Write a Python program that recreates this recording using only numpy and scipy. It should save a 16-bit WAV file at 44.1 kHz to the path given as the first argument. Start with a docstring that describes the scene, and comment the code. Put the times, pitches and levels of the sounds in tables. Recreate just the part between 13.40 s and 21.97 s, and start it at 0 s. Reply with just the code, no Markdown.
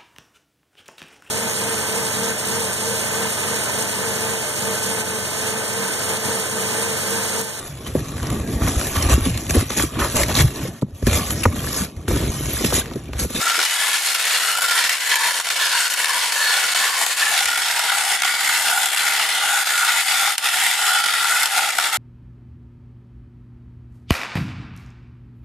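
"""An uneven grinding of ice and a soft puff of air are heard first: a hand auger is cranked into lake ice.
Its two blades chip by stick and slip, each slip a burst of tiny random fractures, with stalls, bites and ticks.
The chipping drives moving resonances of the steel spiral and the hole, in swells that follow the crank.
A dull grind of the ice sheet, two low knocks and faint wind on the microphones lie beneath."""
import sys
import numpy as np
from scipy import signal
from scipy.fft import rfft, irfft, next_fast_len
from scipy.io import wavfile
from scipy.ndimage import uniform_filter1d, map_coordinates

SR = 44100
rng = np.random.default_rng(int(sys.argv[2]) if len(sys.argv) > 2 else 0)


def master(y):
    """Save y as 16-bit WAV."""
    cut = np.clip(np.atleast_2d(y).T, -1, 1)
    pcm = np.round(cut * 32767)  # scale
    wavfile.write(sys.argv[1], SR, pcm.astype(np.int16))


N = 378020

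# All half lengths are those of a Gaussian bump, from its centre to 1/e of its height.
# moments at which the crank passes its dead point, on the whole ever closer together: time [s]
DEAD_POINTS = [-.2, .72, 1.6, 2.49, 3.3, 4.08, 4.8, 5.51, 6.25, 6.97, 7.66, 8.33, 9]
# how closely loose chips and the wall of the hole enclose the blades: (time [s], share [0 open, 1 buried])
BURIAL = [(0, 0.42), (1.8, 0.079), (3.2, 0.012), (3.8, 0.23), (4.4, .75), (8.57, 0.94)]
# the blades hang for a moment: (time [s], half length [s], level [dB])
STALLS = [(0.038, 0.018, -4.5), (0.135, 0.019, -3), (.29, 0.042, -1.5), (.377, 0.0037, -6),
          (.6, 0.037, -3.5), (.777, 0.011, -3.5), (1.164, 0.0041, -7), (1.595, 0.076, -3),
          (1.594, 0.0042, -6), (1.781, .005, -8), (1.93, .008, -4.5), (2.033, 0.016, -11.5),
          (2.08, 0.016, -2.5), (2.096, 0.0055, -7), (2.147, 0.014, -3), (2.29, 0.037, -3),
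          (2.489, 0.015, -8), (2.56, .016, -5.5), (2.68, .006, -3.5), (2.89, 0.032, -1.5),
          (3.27, 0.023, -2.5), (3.343, 0.0051, -12.5), (3.53, 0.035, -2), (3.558, 0.0089, -3),
          (3.69, 0.033, -1), (3.748, 0.012, -3.5), (3.761, 0.005, -7), (3.97, 0.031, -1),
          (4.248, 0.024, -3), (4.35, 0.0072, -5), (4.797, 0.027, -5), (4.98, 0.027, -2.5),
          (5.508, 0.023, -3.5), (5.556, .006, -4), (6.239, 0.0034, -9.5), (6.25, 0.0038, -11),
          (6.643, 0.029, -4), (6.957, 0.024, -7.5), (6.973, 0.0094, -20), (7.005, 0.026, -8),
          (7.115, 0.019, -2), (7.365, 0.012, -6.5), (7.625, 0.015, -3.5), (8.095, 0.03, -4.5),
          (8.318, 0.011, -4.5), (8.345, 0.023, -2), (8.365, 0.0041, -8), (8.513, 0.013, -4.5)]
# the blades dig in harder: (time [s], level [dB])
SURGES = [(.1, 2), (.24, 4.5), (.89, 1), (1.38, 2), (1.88, 3), (2.26, 2.5), (2.39, 1.5), (3.11, 1),
          (3.37, 2), (3.44, 2), (3.63, 4), (4.005, 1.5), (4.735, 2), (5.3, 1.5), (6.86, 2.5), (7.055, 2.5),
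          (7.27, 1.5), (7.49, 1.5), (7.555, 1.5), (8.175, 3.5)]
# the slips stand more clearly apart: (time [s], half length [s], added share of bursts [1])
JUDDERS = [(.13, 0.13, 0.23), (1.238, 0.11, 0.41), (2.045, 0.15, 0.36), (2.67, 0.076, 0.22),
           (4.12, .11, 0.31), (4.86, 0.046, 0.17), (5.08, 0.052, .25), (5.55, 0.077, 0.41),
           (7.68, 0.037, 0.53), (8.33, 0.077, 0.2)]

# Drives have a first row for open blades and a second for buried ones:
# (mean level [dB], crank swing [dB], its peak [turns past the dead point], blade swing [dB], its peak [turns])
SCRAPE_DRIVE = [(-23, 1, 0.91, 0.5, 0.31), (-23.5, 0.94, 0.49, -0.06, 0.44)]
FIZZ_DRIVE = [(-27, 0.5, 0.89, 0.43, 0.32), (-27, 0.55, 0.62, 0.4, 0.34)]
# the same columns, one row for each resonance, with the blades open and then buried
RINGS_OPEN = [(-40.5, 0.99, 0.93, 1.5, 0.29), (-42.5, 1.8, 0.77, 2.9, 0.2), (-38.5, 2.5, 0.42, 2.9, 0.23),
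              (-44.5, 1.2, 0.9, 0.3, 1), (-25, 0.75, 0.44, 3.3, 0.21), (-28.5, 2.7, 0.13, 0.95, 0.34),
              (-32, 1.2, 0.63, 1.7, 0.5), (-34, 1, 0.67, 1, 0.3), (-32, 1, 0.8, 1, 0.3),
              (-44, 1, 0.8, 1, 0.3)]
RINGS_BURIED = [(-29, 3.1, 0.74, 1.2, 0.3), (-31.5, 4.3, 0.38, 1.7, 0.41), (-31, .5, 0.8, 1.3, 0.17),
                (-30.5, 0.39, 1, 3.4, 0.25), (-36.5, 0.99, 0.27, 1.4, 0.34), (-22.5, 1.3, 0.28, 1.2, 0.48),
                (-36, 3.4, 0.41, 1, 0.05), (-44, 1, 0.4, 1, 0.3), (-30, 1, 1, 1, 0.3),
                (-46, 1, 0.8, 1, 0.3)]

# relative spectra of the scrape, the fizz of shavings and the dull grind: (frequency [Hz], level [dB])
SCRAPE_SPECTRUM = [(450, -47), (700, -15.5), (1150, -5.5), (1500, -2.5), (2300, -7), (2550, -3),
                   (3000, -3.5), (3600, -2.5), (4100, -5), (5200, -7.5), (6000, -7), (7500, -20),
                   (11000, -46)]
FIZZ_SPECTRUM = [(4000, -45), (6000, -11.5), (6800, -5), (7900, -3), (9500, -3.5), (11000, -6.5),
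                 (12500, -9), (14000, -15), (15000, -26), (15600, -38)]
DULL_SPECTRUM = [(50, -60), (90, -33), (115, -28), (140, -7.5), (190, -5), (240, 1.5), (370, 0), (450, 9.5),
                 (600, 10), (750, 16.5), (1100, -51)]
# relative spectra of ticks, wind and jolts, and low cut of the auger's sound: (frequency [Hz], level [dB])
TICK_SPECTRUM = [(150, -50), (600, -23), (1400, 2), (4000, 11), (9000, -3), (15000, -13)]
WIND_SPECTRUM = [(15, -8), (30, -2), (80, 0), (200, -26)]
JOLT_SPECTRUM = [(20, -3), (70, 0), (200, -20), (600, -60)]
LOW_CUT = [(45, -28), (100, -0.5)]

# resonances of spiral and hole: (frequency [Hz], nominal width [Hz], relative level [dB], share of the bend [1])
RINGS = [(796.4, 112, -0.36, 0.17), (939, 101, -0.95, 0.53), (1087, 200, -2.5, 0.27),
         (1410, 118, 5.5, 0.96), (1737, 98, -4.5, 0.066), (1987, 266, -4.5, 0.17), (2984, 70, -5.5, 0.39),
         (1590, 100, -2, 0.2), (3430, 140, -13, 0.2), (4350, 130, -21, 0.2)]
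# the turning spiral bends the resonances, by this path of the strongest: (time [s], frequency [Hz])
BEND = [(0, 1367), (.6, 1423), (1.0, 1305), (1.2, 1396), (1.45, 1464), (2.15, 1410), (2.42, 1467),
        (3.2, 1443), (4.1, 1425), (4.55, 1450), (5.25, 1427), (6.5, 1425), (6.85, 1387), (7.5, 1440),
        (7.7, 1350), (7.95, 1450), (8.25, 1380), (8.57, 1340)]
# the nearest resonance sings out or falls back: (time [s], half length [s], frequency near it [Hz], level [dB])
SINGS = [(0.112, 0.13, 1420, 11.5), (0.28, 0.11, 2970, 8.5), (.33, .1, 4350, 10), (.28, 0.1, 960, 3.5),
         (.54, 0.16, 1730, 5), (.93, .08, 1730, 0), (1.14, 0.13, 2970, 8), (1.123, 0.17, 1420, 11.5),
         (1.352, 0.16, 1420, 12), (1.2, 0.14, 1730, 2), (1.393, 0.051, 960, 11), (1.798, 0.13, 1730, 4.5),
         (1.853, 0.19, 960, 17), (1.79, .1, 1090, 8), (1.88, .06, 2970, 8), (2.24, .06, 1730, 3.5),
         (2.28, .18, 4350, 8), (2.33, .1, 1590, 9), (2.36, 0.32, 1420, 12), (2.367, 0.069, 960, 14),
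         (2.785, 0.22, 960, 17.5), (2.697, .16, 1090, 7), (2.684, 0.064, 1730, 3.5),
         (2.854, 0.052, 1730, -12), (2.95, .2, 4350, 8), (3.042, 0.15, 1730, 7.5), (3.16, 0.27, 1420, 14),
         (3.15, .08, 3430, 20), (3.18, 0.12, 790, 9.5), (3.427, 0.082, 790, 7), (3.62, 0.082, 790, 10),
         (3.58, 0.12, 960, 10), (3.542, 0.29, 1090, 9.5), (3.89, 0.13, 1730, 10), (3.95, 0.13, 790, 8.5),
         (4.08, 0.14, 1420, 9), (4.35, .13, 1590, 13), (4.4, 0.31, 790, 4), (4.435, 0.24, 960, 7),
         (4.506, 0.035, 1420, 10), (4.704, 0.083, 1420, -5), (4.755, 0.15, 2015, 2), (4.9, 0.05, 1420, 3),
         (5.09, .07, 2015, 5), (5.27, 0.21, 960, 5), (5.357, 0.1, 1420, 3.5), (5.374, .08, 790, 4),
         (5.677, 0.047, 1420, 3), (5.826, 0.18, 2015, 3.5), (6.165, 0.083, 1420, 7), (6.16, 0.11, 790, 2.5),
         (6.15, 0.097, 960, 4), (6.32, .15, 3430, -10), (6.483, 0.18, 1420, 6.5), (6.422, 0.17, 2015, 2),
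         (6.522, 0.088, 960, 3), (6.85, .07, 960, 0), (7.26, 0.048, 2015, 5.5), (7.27, 0.063, 2970, 7),
         (7.6, 0.11, 1420, 6.5), (7.55, 0.053, 3430, 14), (7.79, .08, 790, -7), (7.96, 0.073, 1420, 10),
         (8.484, 0.091, 1420, -2)]
# the ringing is kept thin below its lowest resonance: (frequency [Hz], level [dB])
RING_LOW_CUT = [(200, -18), (560, -8), (700, -2.5)]
# the ice sheet's dull share of the grinding: (time [s], level [dB])
SHEET = [(0, -33.5), (.22, -45), (.27, -45), (1.15, -40.5), (1.6, -43), (3.0, -43), (4.0, -41),
         (6.15, -40.5), (6.6, -43), (7.5, -41.5), (8.57, -38)]
# stronger or weaker puffs of air: (time [s], half length [s], level [dB])
GUSTS = [(.03, .15, 24), (1.1, .22, -15), (4.07, 0.1, 29), (7.68, .1, 14)]

# larger chips break off: (time [s], relative level [dB], ring against that level [dB], extra treble [dB])
BITES = [(0.098, 3, -1, -8), (0.19, 2.5, 9.5, 0), (0.2, 1, 6, -4), (0.229, -2, 7, -3),
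         (0.251, 4, -11, -2.5), (.748, 6, -2, -2), (.998, -15, -12, -8), (1.184, -6, 10, 2),
         (1.208, -5, 0, 2), (1.221, -4, -6, 7), (1.282, 0, 0, -5), (1.309, -2, 0, -7), (1.494, 6, -16, -1),
         (1.756, 2, 4, 7), (1.999, -2, 6, -3), (2.07, -1, 2, -6), (2.087, 0, -8, 2), (2.102, 3, 1, -3),
         (2.5, -1, -9, 0), (2.539, -1, -5, 5), (2.644, 5, -3, -2), (2.657, 0, -9, 0), (2.922, 4, -23, -3),
         (3.347, 1, 5, -7), (3.664, 3, 0, 3), (4.025, -4, 13, 2), (4.056, 2, -3, 4), (4.074, -10, -3, 0),
         (4.105, -8, 7.5, -3), (4.176, -3, 7, 6), (4.393, 2.5, 9, 3.5), (4.518, 0, 9, -2),
         (4.735, -2, -6, 2), (4.82, 5, 1, -1), (4.833, 0, 3, -3), (4.849, 0, 5, -14), (5.03, -10, 11, -3),
         (5.093, 2.5, 7, 0), (5.458, -0.5, -9, 6.5), (5.572, 4, -6, 1), (5.795, -1.5, 14, -3),
         (6.271, 0, 8, 1), (6.376, -4.5, 13, 4), (6.447, 1, -3, 0), (6.874, -2.5, 16, 0),
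         (6.9805, 4.5, -3, 3.5), (7.639, 4, 1, -3), (7.658, 2, 3, -6), (7.685, -4.5, 17, -2),
         (7.737, -0.5, 11.5, 1), (7.844, 0, 8, -2), (8.032, 4, 3, 1), (8.057, 5.5, -8, 1),
         (8.385, 2.5, 13, 2), (8.398, 1, 7, -2)]
# how a big chip excites the resonances: (frequency [Hz], level [dB])
BITE_TONE = [(200, -22), (560, -8), (790, -4), (1400, -3), (3000, -10)]
# dull knocks: (time [s], relative level [dB])
KNOCKS = [(0.176, -27), (3.234, -43)]

# likeness of left and right ahead of the spiral's reflections: (frequency [Hz], correlation [1])
ALIKE = [(60, .3), (120, 0.71), (240, 0.77), (500, 0.9), (950, .96), (1900, 0.92), (3800, 0.61),
         (7500, 0.62), (15000, 0.61)]
# balance of left against right: (frequency [Hz], level difference [dB])
LEAN = [(60, -1), (92, 1.5), (140, 4), (210, 1.5), (330, 0), (500, 0.5), (770, 0.5), (1170, 1), (1790, 0),
        (2740, 1), (4190, -1), (6410, 1.5), (9810, 6), (15000, 4.5)]
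# colour of steel and hole: (frequency [Hz], width [Hz], level when open [dB], level when buried [dB])
COLOUR = [(520, 140, 4, -8), (800, 112, -5, 1.5), (900, 140, -0.5, 2), (1036, 152, 3, -15),
          (1230, 120, -6.5, 4), (2232, 72, 7, 6.5), (2290, 220, 1.5, 0.5), (3430, 104, -4.5, 4),
          (3910, 190, -2.5, -3), (4350, 140, 4.5, -1), (5200, 61, 6, 5), (5950, 360, -2, -6.5),
          (6720, 84, 7.5, 3.5), (7170, 90, 5, 6)]
# long waves bend around the spiral, short ones bounce off it: (frequency [Hz], share of the reflections [1])
BOUNCE = [(700, 0.2), (2400, 0.89)]

SLIPS_PER_S, SLIPS_BURIED_PER_S = 83, -11  # mean slip rate with open blades; its change when buried
BURST_SHARE = 0.52  # usual share of the cutting power that comes in bursts
# just past the dead point [turns] slips come slower [share] and more distinct [added share of bursts]
LABOUR_TURNS, LABOUR_SLOWS, LABOUR_BURSTS = 0.0634, 0.1038, 0.013
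SURGE_S = 0.02  # half length of a surge
HANG_S, HANG_DB = 0.005, -3.5  # quiet loading just before a big chip: half length and lead, depth
TICKS_PER_S, TICK_DB, TICK_SPREAD_DB = 36, -7.5, 9  # mean rate, loudest relative level, range below it
WIND_DB, GUST_DB = -87, 6  # level without puffs, strength of its random variation
TOP_HZ = 15650  # upper band limit


def amp(db):
    """Logarithmic level: decibels become a gain."""
    return 10 ** (np.asarray(db) / 20)


def unit(x):
    """Normalization: x is brought to an rms of 1."""
    return x / np.sqrt(np.mean(x ** 2) + 1e-20)


def along(points, hz):
    """Interpolation of (frequency, value) points on a logarithmic frequency axis."""
    f, v = np.transpose(points)
    return np.interp(np.log(hz + 1), np.log(f + 1), v)


def curves(rows):
    """Linear interpolation in time: one value per sample for each column after the time."""
    s, *cols = np.transpose(rows)
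    return [np.interp(np.arange(N) / SR, s, c) for c in cols]


def wobble(rate):
    """Slow random modulation: a smooth curve through rate random knots a second."""
    return map_coordinates(rng.standard_normal(4096), [np.arange(N) * rate / SR], mode="wrap")


def spells(rows):
    """Superposition of Gaussian bumps, one for each (time, half length, height)."""
    total = np.zeros(N)
    for s, half, height in rows:
        start, end = max(int((s - 4 * half) * SR), 0), min(int((s + 4 * half) * SR), N)
        i = np.arange(start, end)
        total[i] += height * np.exp(-np.square((i / SR - s) / half))
    return total


def filtered(x, response):
    """Linear filtering: the spectrum of x times a response of frequency."""
    m = next_fast_len(N + SR // 4, True)
    return irfft(rfft(x, m) * response(np.fft.rfftfreq(m, 1 / SR)), m)[..., :N]


def shaped(x, spectrum):
    """Spectral weighting: x coloured by (frequency, level) points."""
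    return filtered(x, lambda f: amp(along(spectrum, f)))


def mode(f, hz, width):
    """Damped resonance: the causal response of a single mode."""
    return 1j * f * width / (hz * hz - f * f + 1j * f * width)


def gliding(x, hz, width):
    """Heterodyne resonance: shifting x by a moving carrier lets a double pole follow the centre."""
    carrier = np.exp(2j * np.pi * np.cumsum(hz) / SR)
    pole = np.exp(-np.pi * width / SR)
    return (signal.lfilter([1], np.poly([pole, pole]), x / carrier) * carrier).real


def steadied(ring):
    """Energy levelling: slow changes of power are evened out by the mid signal, fast flutter stays."""
    power = np.abs(uniform_filter1d(ring[0] ** 2, size=3500))
    return ring / np.sqrt(power + 1e-20)


def fractures(per_second, spread_db):
    """Brittle fracture as random impulses of unequal size, in a mid and a side signal."""
    present = rng.random(N) < per_second / SR
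    size = amp(spread_db * rng.standard_normal(N))
    return unit(rng.standard_normal((2, N)) * present * size)


def burst(rise, decay):
    """Impulsive release: an envelope that rises fast to 1 and decays exponentially (both in s)."""
    t = np.arange(SR // 6) / SR
    shape = (1 - np.exp(-t / rise)) * np.exp(-t / decay)
    return shape / shape.max()


def strikes(times, sizes, shape):
    """Superposition of impulses: one scaled copy of an envelope at each time."""
    at = np.clip(np.round(times * SR).astype(int), 0, N)
    marks = np.bincount(at, sizes, N + 1)[:N]
    return np.abs(signal.fftconvolve(marks, shape)[:N])


def crank():
    """Rotation and burial: turns of the crank so far, and how closely the blades are enclosed."""
    turn = np.interp(np.arange(N) / SR, DEAD_POINTS, np.arange(len(DEAD_POINTS)))
    return turn, np.clip(curves(BURIAL)[0], 0, 1)


def swell(drive):
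    """Periodic forcing: gain swings once a turn for the crank and twice for the two blades."""
    turn, buried = crank()
    levels = []
    for db, crank_db, crank_at, blade_db, blade_at in drive:
        crank_swing = crank_db * np.cos(2 * np.pi * (turn - crank_at))
        blade_swing = blade_db * np.cos(2 * np.pi * 2 * (turn - blade_at))
        levels.append(db + crank_swing + blade_swing)
    open_db, buried_db = levels
    return amp(open_db + (buried_db - open_db) * buried)


def grip_db():
    """Friction grip: the blades hold less in a stall or just before a big chip, more in a surge."""
    hangs = [(s - HANG_S, HANG_S, HANG_DB) for s, *_ in BITES]
    surges = [(s, SURGE_S, db) for s, db in SURGES]
    return spells(STALLS + hangs + surges)


def slipping(scatter, size_db, slip_decay, uneven_db, push_db):
    """Stick and slip: the blades load up, slip and load again, giving the strength of the chipping."""
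    turn, buried = crank()
    labour = np.cos(2 * np.pi * (turn - LABOUR_TURNS))
    rate = (SLIPS_PER_S + SLIPS_BURIED_PER_S * buried) * (1 - LABOUR_SLOWS * labour)
    share = np.clip(BURST_SHARE + LABOUR_BURSTS * labour + spells(JUDDERS), 0, .95)
    slips = np.flatnonzero(np.diff(np.floor(np.cumsum(rate) / SR)))
    chance = rng.standard_normal((2048, 2))[:len(slips)]
    times = slips / SR + scatter * chance[:, 0] / rate[slips]
    power = strikes(times, amp(size_db * chance[:, 1]) ** 2, burst(.0006, slip_decay))
    # the crank supplies the energy, the slips only bunch it
    power /= uniform_filter1d(power, size=4410) + 1e-9
    level_db = grip_db() + uneven_db * wobble(45) + push_db * wobble(14)
    return np.sqrt(1 - share + share * power) * amp(level_db)


def shaving(slips):
    """Fracture noise: the bright scrape of the blades and the fizz of fine shavings."""
    scrape_flutter = amp(1.03 * wobble(25))
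    scrape = unit(shaped(fractures(30000, spread_db=1.3) * slips * scrape_flutter, SCRAPE_SPECTRUM))
    fizz_flutter = amp(0.61 * wobble(110) + 0.98 * wobble(6.1))
    fizz = unit(shaped(fractures(24000, spread_db=1.0) * slips * fizz_flutter, FIZZ_SPECTRUM))
    return swell(SCRAPE_DRIVE) * scrape + swell(FIZZ_DRIVE) * fizz


def grinding(slips):
    """Sheet radiation: the ice sheet answers the chipping with a dull grind."""
    cracks = fractures(9000, spread_db=1.5) * slips
    return amp(curves(SHEET)[0]) * unit(shaped(cracks, DULL_SPECTRUM))


def ringing(slips, broaden, waver_db, touchy):
    """Forced resonance: the chipping drives each mode of spiral and hole, which weakens with the grip."""
    bend = curves(BEND)[0] / RINGS[3][0] - 1  # the fourth resonance is the strongest
    drive = slips * amp(touchy * grip_db())
    grip = unit(np.sqrt(np.abs(uniform_filter1d(drive ** 2, size=3500))))
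    centres = np.transpose(RINGS)[0]
    rings = np.zeros((2, N))
    for k, (hz, width, db, follows) in enumerate(RINGS):
        own_sings = [(s, half, gain) for s, half, near, gain in SINGS
                     if np.argmin(abs(centres - near)) == k]
        cracks = fractures(9000, spread_db=3.0) * drive
        ring = steadied(gliding(cracks, hz * (1 + follows * bend), broaden * width)) * grip
        level = amp(db + spells(own_sings) + waver_db * wobble(17))
        rings += swell([RINGS_OPEN[k], RINGS_BURIED[k]]) * level * ring
    return shaped(rings, RING_LOW_CUT)


def ticking(slips):
    """Random impulses: brittle splinters click off, louder as the slip is stronger, up to a limit."""
    present = rng.random(N) < TICKS_PER_S / SR
    size = amp(TICK_DB - TICK_SPREAD_DB * rng.random(N)) * np.minimum(slips, 1)
    clicks = np.sign(rng.standard_normal((2, N))) * present * size
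    return shaped(clicks, TICK_SPECTRUM)


def wind():
    """Turbulent pressure: soft lumps of low-frequency noise, independent at each microphone port."""
    lumps = rng.standard_normal((2, N)) * amp(GUST_DB * wobble(13))
    return amp(WIND_DB + spells(GUSTS)) * unit(shaped(lumps, WIND_SPECTRUM))


def biting(crack_db, fizz_db, ring_db, decay, snap_decay):
    """Impulse excitation: a big chip snaps off, crunches and rings the spiral."""
    s, db, rel_db, treble_db = np.transpose(BITES)
    shape = burst(0.00046, decay)
    snap_sizes = amp(db + treble_db + fizz_db)
    snap = rng.standard_normal((2, N)) * strikes(s, snap_sizes, burst(0.0002, snap_decay))
    crack = rng.standard_normal((2, N)) * strikes(s, amp(db + crack_db), shape)
    push = rng.standard_normal((2, N)) * strikes(s, amp(db + rel_db + ring_db), shape)

    def body(f):
        """Modal sum: the resonances at rest, each twice its nominal width and squared."""
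        return sum(amp(level) * mode(f, hz, 2 * width) ** 2 for hz, width, level, _ in RINGS)

    ring = shaped(filtered(push, body), BITE_TONE)
    return shaped(snap, FIZZ_SPECTRUM) + shaped(crack, SCRAPE_SPECTRUM) + ring


def thudding(level_db, decay):
    """Low-frequency recoil: each big chip also jolts the ice sheet, very faintly."""
    s, db, *_ = np.transpose(BITES)
    jolt = rng.standard_normal((2, N)) * strikes(s, amp(db + level_db), burst(.003, decay))
    return shaped(jolt, JOLT_SPECTRUM)


def knocking(level_db, hz, width):
    """Damped impact: the crank knocks dully as the load on it shifts."""
    s, db = np.transpose(KNOCKS)
    push = rng.standard_normal((2, N)) * strikes(s, amp(db + level_db), burst(0.0039, 0.023))
    return filtered(push, lambda f: mode(f, hz, width) ** 4)


def microphones(pair):
    """Interchannel coherence: mid and side become left and right, most alike in the middle range."""
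    def widen(f):
        """Mid-side rotation: the side gain that gives the wanted correlation."""
        angle = np.arccos(np.clip(along(ALIKE, f), -1, 1)) / 2
        return np.array([np.ones_like(f), np.tan(angle)])

    def lean(f):
        """Level difference: opposite half shares to left and right, their mean gain held at 1."""
        gains = amp(np.outer([.5, -.5], along(LEAN, f)))
        return gains / gains.mean(0)

    mid, side = filtered(pair, widen)
    return filtered(np.array([mid + side, mid - side]), lean)


def turning(pair, shared_db, own_db):
    """Cavity colour and reflection: burial recolours the hole, the spiral lifts and dips random bands."""
    hz, t, z = signal.stft(pair, SR, nperseg=1024)
    buried = np.interp(t, *np.transpose(BURIAL))
    colour_db = 0
    for centre, width, shallow, deep in COLOUR:
        peak = 1 / (1 + (2 * (hz - centre) / width) ** 2)
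        colour_db = colour_db + np.outer(peak, shallow + (deep - shallow) * buried)
    # one random field shared by the ports and one for each, smoothed over frequency and time
    field = uniform_filter1d(rng.standard_normal((3, len(hz), len(t))), size=3, axis=1)
    field = unit(uniform_filter1d(uniform_filter1d(field, size=13, axis=2), size=7, axis=2))
    glint_db = (shared_db * field[0] + own_db * field[1:]) * along(BOUNCE, hz)[:, None]
    return signal.istft(z * amp(colour_db + glint_db), SR, nperseg=1024)[1][:, :N]


def scene():
    """Free-field superposition: there is no echo, and the deep bass of the auger is cut."""
    slips = slipping(scatter=0.11, size_db=1.5, slip_decay=0.0066, uneven_db=0.6, push_db=0.23)
    auger = shaving(slips) + grinding(slips) + ticking(slips)
    auger = auger + ringing(slips, broaden=1.19, waver_db=0.5, touchy=0.13)
    auger = auger + biting(crack_db=-9.0, fizz_db=-13.5, ring_db=-6.5, decay=0.0031, snap_decay=0.0029)
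    auger = shaped(auger + knocking(level_db=14, hz=450, width=700), LOW_CUT)
    heard = microphones(auger + thudding(level_db=-53, decay=.025))
    return turning(heard, shared_db=1.7, own_db=2.44) + wind()


def record(dry):
    """Band limitation: nothing at or above the upper limit is kept."""
    return filtered(dry, lambda hz: hz < TOP_HZ)


dry = scene()
out = record(dry)
master(out)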